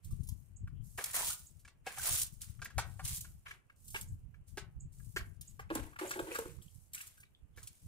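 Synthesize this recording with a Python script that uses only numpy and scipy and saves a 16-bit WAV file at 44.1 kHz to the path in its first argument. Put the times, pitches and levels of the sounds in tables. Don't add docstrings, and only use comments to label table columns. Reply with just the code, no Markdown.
import sys
import numpy as np
from scipy import signal
from scipy.io import wavfile
from scipy.ndimage import uniform_filter1d, map_coordinates

SR = 44100
rng = np.random.default_rng(int(sys.argv[2]) if len(sys.argv) > 2 else 0)


def store_wav(level_fs):
    pcm = np.round(np.clip(np.atleast_2d(level_fs), -1, 1) * 32767)
    wavfile.write(sys.argv[1], SR, pcm.T.astype(np.int16))


N = 347067


def amp(db):
    return np.exp(np.asarray(db) * np.log(10) / 20)


def unit_rms(x):
    return x / np.sqrt(np.mean(x ** 2) + 1e-20)


def unit_peak(sound):
    return sound / np.sqrt(2 * uniform_filter1d(sound ** 2, size=128).max())


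def butter(hz, kind="low", order=2):
    return signal.butter(order, hz, kind, fs=SR, output="sos")


def automation(rows, column):
    rows = np.array(rows)
    return np.interp(np.arange(N) / SR, rows[:, 0], rows[:, column])


def colour(x, points):
    hz, db = np.transpose(points)
    log_gain = np.interp(np.log(np.fft.rfftfreq(8192, 1 / SR) + 1), np.log(hz), db) * np.log(10) / 20
    mirrored = np.concatenate([log_gain, log_gain[-2:0:-1]])
    taps = np.fft.ifft(np.exp(np.conj(signal.hilbert(mirrored)))).real[:4096]
    taps = (taps / np.linalg.norm(taps)).reshape((1,) * (x.ndim - 1) + (-1,))
    return signal.oaconvolve(x, taps, axes=-1)[..., :len(x.T)]


def add(mix, s, sound):
    part = mix[round(s * SR):][:len(sound)]
    part += sound[:len(part)]


def contact(t60, blow, rise_s):
    t = np.arange(8192) / SR
    grit = rng.standard_normal(8192) * amp(-60 * t / max(t60, .004)) * (1 - np.exp(-t / rise_s))
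    grit /= np.linalg.norm(grit)
    grit[1] += blow
    return grit


def ring(modes, lift_db, drive, detune):
    t = np.arange(4096)[:, None] / SR
    hz, db, t60 = np.transpose(modes)
    hz = hz * (1 + detune * rng.standard_normal(len(hz)))
    partials = amp(db + lift_db - 60 * t / t60) * np.sin(2 * np.pi * hz * t) * (1 - np.exp(-t / .0015))
    return unit_peak(signal.fftconvolve(drive, partials.sum(axis=1)))


def bubble(hz, cycles, glide):
    turns = np.arange(int(3 * cycles * SR / hz)) * hz / SR
    envelope = np.exp(-turns / cycles * 2) * (1 - np.exp(-turns * 2))
    tone = np.sin(2 * np.pi * turns * (1 + glide * turns / cycles / 2)) * envelope
    return tone / np.linalg.norm(tone)


# f/Hz, level/dB
AIR_EQ = [(120, -26), (200, 20), (525, 12), (1950, 2.5), (3010, 3.5), (4100, -29), (15500, -39.5)]
def air():
    return amp(-80) * unit_rms(colour(rng.standard_normal((2, N)), AIR_EQ))


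# f/Hz, level/dB
RUMBLE_EQ = [(8.8, -58.5), (15, -6), (91, 0), (142, -5), (270, -28), (341, -32.5), (500, -46.5), (650, -72),
             (1100, -120)]
# t/s, level/dB, left minus right/dB
GUSTS = [(0.0, -77, 1), (0.06, -38.5, -8.5), (0.26, -56.5, 36), (0.46, -62.5, 17), (0.63, -42.5, 3),
         (0.68, -46, -3.5), (0.79, -51.5, 21.5), (0.99, -56.5, 5), (1.49, -66.5, 25), (1.97, -63.5, -8),
         (2.08, -51, 10), (2.41, -62.5, 24), (3.09, -44.5, 9.5), (3.64, -69, -1.5), (3.9, -56.5, -10),
         (4.08, -44.5, 3.5), (4.36, -57.5, -19.5), (4.56, -61.5, 32.5), (4.8, -47, -0.5), (5.13, -58, 19),
         (5.19, -42, 4), (5.39, -62, 26), (5.76, -49.5, -8), (5.87, -62, 43), (5.96, -63.5, 10),
         (6.53, -57.5, -27), (7.12, -69, -2), (7.61, -59.5, -13.5), (7.8, -71.5, 5), (7.87, -39.5, 0)]
def breeze():
    left, right, both = rng.standard_normal((3, N))
    lumps = signal.sosfilt(butter(14), rng.standard_normal((3, N)))
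    lumps_db = 4.66 * unit_rms(lumps[:2] + lumps[2])
    rumble = unit_rms(colour(np.array([left, right]) + .5 * both, RUMBLE_EQ) * amp(lumps_db))
    pan_db = automation(GUSTS, column=2) / 2
    return rumble * amp(automation(GUSTS, column=1) + np.array([pan_db, -pan_db]))


# t/s, level/dB
CHIPS = [(0.567, -54), (1.4684, -52), (4.084, -58), (4.8052, -51), (5.4786, -49), (6.078, -45)]
# t/s, length/s, start f/Hz, end f/Hz, level/dB
WHISTLES = [(0.736, 0.079, 2910, 3360, -79), (0.792, 0.049, 3130, 3000, -80),
            (7.529, 0.053, 3240, 3400, -79)]
def birds():
    out, t, dip_s = np.zeros(N), np.arange(760) / SR, .011
    hz = 6500 + np.where(t < dip_s, 3.0e6, 4.5e6) * abs(t - dip_s) ** 1.5
    chip = np.sin(2 * np.pi * np.cumsum(hz) / SR) * (t / t[-1]) ** 2 * signal.windows.tukey(760, .2)
    for s, db in CHIPS:
        trees = contact(0.17, blow=1.3, rise_s=0.0013)
        add(out, s - dip_s, amp(db) * signal.fftconvolve(chip, trees))
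    for s, length, from_hz, to_hz, db in WHISTLES:
        n = int(length * SR)
        waver = 1 + 0.68 * uniform_filter1d(rng.standard_normal(n), size=100)
        hz = np.linspace(from_hz, to_hz, n) * waver
        add(out, s, amp(db) * np.sin(2 * np.pi * np.cumsum(hz) / SR) * np.hanning(n))
    return out * amp([[-5], [2.5]])


# f/Hz, t60/s
YARD_DECAY = [(300, 0.36), (1000, 0.35), (3000, 0.21), (8000, 0.1), (15000, 0.011)]
def yard(x):
    hz, t, noise = signal.stft(rng.standard_normal((2, 2, SR // 2)), SR, nperseg=256)
    alike = np.exp(-(hz / 1800) ** 2)[:, None]
    noise[:, 1] = alike * noise[:, 0] + np.sqrt(1 - alike ** 2) * noise[:, 1]
    band_hz, band_t60 = np.transpose(YARD_DECAY)
    t60 = np.interp(np.log(hz + 1), np.log(band_hz), band_t60)[:, None]
    tails = signal.istft(noise * amp(-60 * t / t60), SR, nperseg=256)[1]
    tails = np.pad(tails, ((0, 0), (0, 0), (200, 0))) / np.linalg.norm(tails[0, 0])
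    first, second = (signal.oaconvolve(x, tail, axes=1)[:, :N] for tail in tails)
    turn = 2 * np.pi * 7.0 * np.arange(N) / SR
    return first * np.cos(turn) + second * np.sin(turn)


# t/s, right port delay/ms, treble left minus right/dB
BEARING = [(0, .25, -1.5), (.6, .1, -2.5), (1.1, .02, -3), (2.5, .03, -3.5), (3.1, .12, -4), (4.1, .25, -4),
           (4.6, .05, -3.5), (5.2, .15, -1.5), (5.7, .26, 1), (7.1, .25, 1), (7.6, .04, -2)]
def place(pair):
    delay = automation(BEARING, column=1) * SR / 1000
    pair = np.array([pair[0], map_coordinates(pair[1], [np.arange(N) - delay], order=3)])
    treble = signal.sosfilt(butter((3000, 11000), "band"), pair)
    pan_db = automation(BEARING, column=2) / 2
    return pair + treble * (amp(np.array([pan_db, -pan_db])) - 1)


# t/s, level/dB, bubble f/Hz
DRIPS = [(.108, -64.5, 1123), (.287, -64.5, 946), (1.299, -46.5, 1256), (1.309, -44, 1413),
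         (1.995, -42, 1510), (6.587, -63, 1170), (6.618, -57.5, 3160), (6.644, -70, 2880),
         (6.682, -59, 3100), (6.945, -42, 2230), (7.008, -43, 2263), (6.965, -52, 1440), (6.979, -43, 2640),
         (7.179, -58, 1550), (7.198, -64, 1530), (7.254, -64, 3700), (7.349, -57.5, 3400),
         (7.621, -63, 1230)]
def drips():
    out = np.zeros(N)
    for s, db, hz in DRIPS:
        impact = contact(0.0095, blow=1.6, rise_s=0.00082)
        add(out, s, amp(db) * unit_peak(signal.fftconvolve(impact, bubble(hz, cycles=16, glide=0.074))))
    return out


# t/s, level/dB
SNAPS = [(0.046, -48.5), (0.109, -53), (0.234, -52), (0.272, -50), (0.2882, -40.5), (.315, -56),
         (.9764, -39.5), (1.024, -50), (1.041, -25.5), (1.059, -34.5), (1.11, -39), (1.1328, -36),
         (1.1463, -41), (1.1652, -28), (1.595, -59.5), (1.934, -50), (1.984, -35.5), (2.0711, -47),
         (2.2183, -25.5), (2.2654, -40), (2.4169, -36), (2.646, -39.5), (3.2083, -37), (3.8496, -61),
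         (3.881, -44), (3.904, -44), (3.966, -52), (4.0114, -36), (5.046, -57), (5.181, -46), (5.4113, -41),
         (5.7519, -30.5), (6.094, -40), (6.1105, -38), (6.196, -44.5), (6.348, -38.5), (6.386, -36),
         (6.6223, -52), (6.934, -38), (6.948, -33), (6.979, -46), (7.012, -40), (7.07, -45), (7.174, -58),
         (7.203, -52), (7.63, -44), (7.673, -38.5)]
def snaps():
    out = np.zeros(N)
    for s, db in SNAPS:
        spray_t60 = 0.071 * amp(-0.49 * (db + 45))
        tick = colour(contact(spray_t60, blow=0.35, rise_s=0.001), FINE_DROP_EQ)
        add(out, s, amp(db) * unit_peak(tick))
    return signal.sosfilt(butter(2500, "high"), out)


# f/Hz, level/dB, t60/s
CAVITY_MODES = [(321, -23, 0.16), (439, -2.5, 0.036), (526, 5.5, 0.022), (677, 0, 0.022), (920, 10.5, 0.01),
                (1114, -4.5, 0.025), (1610, 12, 0.0058)]
# t/s, level/dB, bubble f/Hz, drive t60/s
GULPS = [(5.703, -19, 332, 0.044), (5.754, -20, 322, 0.04), (5.772, -31.5, 308, 0.1),
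         (5.837, -42.5, 292, 0.025), (5.868, -40, 334, 0.035), (6.013, -23, 366.3, 0.12),
         (6.046, -32, 567, 0.049), (6.158, -27, 384, 0.084), (6.192, -18, 360, 0.025),
         (6.24, -44, 506, 0.04), (6.271, -29.5, 330, 0.063), (6.307, -31.5, 485, 0.072),
         (6.388, -21.5, 460, 0.009), (6.455, -30.5, 352, 0.0026)]
def gulps():
    out = np.zeros(N)
    for s, db, hz, t60 in GULPS:
        drive = contact(t60, blow=0.62, rise_s=0.0074)
        glug = signal.fftconvolve(drive, bubble(hz, cycles=8.6, glide=0.0066))
        slap = colour(drive, FAT_DROP_EQ)
        add(out, s, amp(db - 12) * unit_peak(glug))
        add(out, s, amp(db - 12.5) * ring(CAVITY_MODES, 0, drive, detune=0.037))
        add(out, s, amp(db - 17) * unit_peak(slap))
    return signal.sosfilt(butter(280, "high", order=4), out)


# f/Hz, level/dB, t60/s
WALL_MODES = [(402, -3, .05), (462, -3, .035), (780, -4, .034), (880, -4, .026), (1200, 5, .024),
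              (1420, 5, .024), (1640, 10, .024), (1900, 3, .02), (2270, 7, .022), (2680, 6, .02),
              (2950, 4, .018), (3440, -2, .015)]
WATER_LOADING = [-1, 1, 1, -1] + [0] * 8
# t/s, level/dB, focus f/Hz, hollow/dB, body/dB, crack/dB, water tilt/dB
WALL_BLOWS = [(0.9849, -35.5, 1574, 3.5, 8, -26.5, 3), (1.8682, -34.5, 2100, -3, 5, -7.5, 9),
              (1.976, -43.5, 1360, -30, 10.5, -30, 0), (2.783, -28.5, 1424, -15, 11, -2.5, 0.5),
              (2.995, -42.5, 1035, -28.5, 3.5, -13, 0.5), (3.946, -34, 2170, -21.5, -12, -16.5, -14.5),
              (4.5747, -37, 1810, -4, -3, -3, -11.5), (5.164, -29, 1730, -5, -16, -9, -3),
              (5.5944, -40.5, 1280, -11, -9, -42, 9), (6.3528, -32.5, 1183, -12, -41, -7.5, 0),
              (7.576, -51, 1620, -5.5, -51, -1.5, 9.5)]
# t/s, level/dB, focus f/Hz, crack/dB
HANDLE_RATTLES = [(0.6755, -53.5, 1420, -18), (1.6512, -53, 1700, -4), (1.6792, -53.5, 1640, -1),
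                  (2.593, -58.5, 1370, -15), (2.6197, -39, 1490, -3.5), (2.6558, -40.5, 1900, -5.5),
                  (2.7039, -51.5, 1360, -5.5), (3.2477, -52.5, 1510, -0.5), (3.4552, -64, 1800, -15),
                  (3.4655, -43.5, 2400, -29), (3.4841, -51, 1760, -2.5), (3.51, -40, 2280, -13),
                  (3.537, -59, 1730, -13), (3.6988, -53.5, 1830, -47), (0.996, -60, 1630, -36.5),
                  (4.343, -58.5, 1660, -47), (5.2084, -44.5, 1670, -21), (6.1368, -38, 2060, -12),
                  (3.961, -34, 2170, -7), (5.932, -52.5, 950, -36), (4.999, -62, 1630, -36),
                  (5.961, -45, 1283, -38), (5.9912, -37.5, 1323, -10.5), (6.1102, -33, 1440, -3),
                  (7.0056, -43.5, 2430, -29), (7.232, -53, 2400, -22.5)]
def bucket_knocks():
    tones, clacks = np.zeros((2, N))
    mode_hz = np.array(WALL_MODES)[:, 0]

    def strike(s, db, focus_hz, hollow_db, body_db, crack_db, water_db, t60, clack_db):
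        drive = contact(t60, blow=0.65, rise_s=0.002)
        focus_db = -11 * abs(np.log2(mode_hz / focus_hz))
        lift_db = np.select([mode_hz < 600, mode_hz < 1000], [hollow_db, body_db], focus_db)
        lift_db += water_db * np.array(WATER_LOADING)
        clack_eq = [(focus_hz / 3, -26), (focus_hz, 0), (focus_hz * 3, -14)]
        clack = unit_peak(colour(contact(2 * t60, blow=0.096, rise_s=0.003), clack_eq))
        s -= .0015
        add(clacks, s, amp(db + clack_db) * clack + amp(db + crack_db) * grit_crack(2 * t60))
        add(tones, s, amp(db) * ring(WALL_MODES, lift_db, drive, detune=0.013))

    for blow in WALL_BLOWS:
        strike(*blow, t60=0.04, clack_db=-9)
    for s, db, focus_hz, crack_db in HANDLE_RATTLES:
        strike(s, db, focus_hz, hollow_db=-32, body_db=-32, crack_db=crack_db, water_db=0,
               t60=0.022, clack_db=-13)
    return tones, clacks


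# f/Hz, level/dB
GRIT_EQ = [(2500, -0.5), (5000, 1), (8500, 3.5), (11000, -3.5), (15500, -19)]
def grit_crack(t60):
    return unit_peak(colour(contact(t60, blow=0.6, rise_s=0.009), GRIT_EQ))


def fall_db(t, rise, hold, sag_db_per_s, trickle_db):
    swell_db, stop_db_per_s, trickle_db_per_s = 25.5, 432, 118
    after = np.maximum(t - rise - hold, 0)
    swell = -swell_db * np.clip(1 - t / rise, 0, 1)
    sag = -sag_db_per_s * np.clip(t - rise, 0, hold)
    trickle = min(trickle_db, 0) * (after > 0) - trickle_db_per_s * after
    return swell + sag + np.maximum(-stop_db_per_s * after, trickle)


# t/s, rise/s, hold/s, fine drop level/dB, fat drop level/dB, relative trickle level/dB (capped at 0)
FALLS = [(0.024, 0.012, 0.38, -68.5, -82, 0), (0.807, 0.041, 0.11, -62.5, -110, 1),
         (0.974, 0.0085, 0.13, -48, -46.5, -10), (1.125, 0.02, 0.18, -35.5, -43, -9.5),
         (1.845, 0.022, 0.38, -55.5, -50, -8), (1.936, 0.13, 0.16, -33.5, -45.5, -16),
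         (2.404, 0.0065, 0.028, -53.5, -67, 31), (2.668, 0.13, 0.29, -65.5, -70, 4),
         (3.028, 0.026, 0.12, -40, -57, -8), (3.45, 0.012, 0.079, -66.5, -54.5, -17),
         (3.758, 0.19, 0.082, -51.5, -107, -8), (4.466, 0.014, 0, -61, -84.5, -3),
         (4.915, 0.01, 0.32, -65, -100, 10), (5.407, 0.0067, 0.1, -66.5, -79.5, 7),
         (5.693, 0.061, 0.025, -50.5, -48.5, -2), (5.984, 0.0054, 0.25, -53, -48, 5),
         (6.21, 0.11, 0.11, -52, -50, 21), (6.51, 0.15, 0.17, -67, -104, 29),
         (6.918, 0.035, 0.077, -53.5, -57.5, 2.5), (7.556, 0.0069, 0.38, -65, -69, 3)]
def flow_db():
    t = np.arange(SR) / SR
    fine_power = np.full(N, amp(2 * -86.5))
    fat_power = np.full(N, amp(2 * -103))
    for s, rise, hold, fine_db, fat_db, trickle_db in FALLS:
        fine_shape = fall_db(t, rise, hold, sag_db_per_s=7, trickle_db=trickle_db)
        fat_shape = fall_db(t, rise, hold, sag_db_per_s=80.5, trickle_db=trickle_db - 2.5)
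        add(fine_power, s, amp(2 * (fine_db + fine_shape)))
        add(fat_power, s, amp(2 * (fat_db + fat_shape)))
    return 10 * np.log10(fine_power), 10 * np.log10(fat_power)


def drops(eq, lo_hz, hi_hz, cycles, per_strip_s, spread_db, wash, patchy_db):
    out = np.zeros((2, N))
    lags = (-9, 3, -2, 10, -5, 6, 0, -7, 8, -3, 5, -10)
    for hz, lag in zip(np.geomspace(lo_hz, hi_hz, 12), lags):
        luck, size = rng.random(N) * SR / per_strip_s, np.zeros(N)
        lands = luck < 1
        size[lands] = amp(spread_db * np.minimum(-np.log(luck[lands] + 1e-9), 4))
        drift = rng.standard_normal(N // 50 + 2)
        drift = unit_rms(uniform_filter1d(uniform_filter1d(drift, size=12), size=12))
        flurry = np.interp(np.arange(N) / 50, np.arange(len(drift)), amp(patchy_db * drift))
        landing = flurry * (unit_rms(size) + wash * rng.standard_normal(N))
        strip = signal.oaconvolve(landing, bubble(hz, cycles, glide=0.23))[:N] * np.sqrt(hz / hi_hz)
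        out += [strip, np.roll(strip, lag)]
    return unit_rms(colour(out, eq))


def duck_lows(x, hz, gain_db):
    return x - signal.sosfiltfilt(butter(hz), x) * (1 - amp(np.minimum(gain_db, 0)))


# f/Hz, level/dB
FINE_DROP_EQ = [(1500, -23.5), (3000, -9), (5000, -8), (7000, -2), (9000, 1), (12000, -1), (15500, -4.5)]
FAT_DROP_EQ = [(300, -10), (600, -1.5), (1000, 0), (1700, -1.5), (2600, -3), (4000, -12.5), (7000, -28)]
def patter():
    clumps = unit_rms(signal.sosfilt(butter(60), rng.standard_normal(N)))
    fine = drops(FINE_DROP_EQ, 2200, 15000, cycles=0.29, per_strip_s=230,
                 spread_db=3, wash=0.9, patchy_db=3.5)
    fat = drops(FAT_DROP_EQ, 500, 4500, cycles=0.89, per_strip_s=58,
                spread_db=1.5, wash=0.95, patchy_db=3.5)
    plinks = drops(FAT_DROP_EQ, 900, 4200, cycles=20, per_strip_s=6.8,
                   spread_db=1, wash=0.05, patchy_db=-7.5)
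    ticks = amp(4 * rng.exponential(1, N).clip(0, 3)) * (rng.random(N) < 220 / SR)
    fine += amp(-12.5) * unit_rms(colour(ticks, FINE_DROP_EQ))
    fat += amp(-8) * plinks
    fine_db, fat_db = flow_db()
    fat = duck_lows(fat, 1200, 2 * (fat_db + 48))
    fine = duck_lows(fine, 4500, 0.81 * (fat_db - fine_db + 19))
    return fine * amp(fine_db + 0.8 * clumps) + fat * amp(fat_db + 1.8 * clumps)


def scene():
    tones, clacks = bucket_knocks()
    near = patter() + snaps() + clacks + gulps() + drips()
    echoes = amp(-11.5) * yard(near + .4 * tones + clacks)
    return air() + place(near + tones + echoes) + birds() + breeze()


def record(dry):
    return signal.oaconvolve(dry, signal.firwin(511, 15650, window=("kaiser", 9), fs=SR)[None], "same")


dry = scene()
out = record(dry)
store_wav(out)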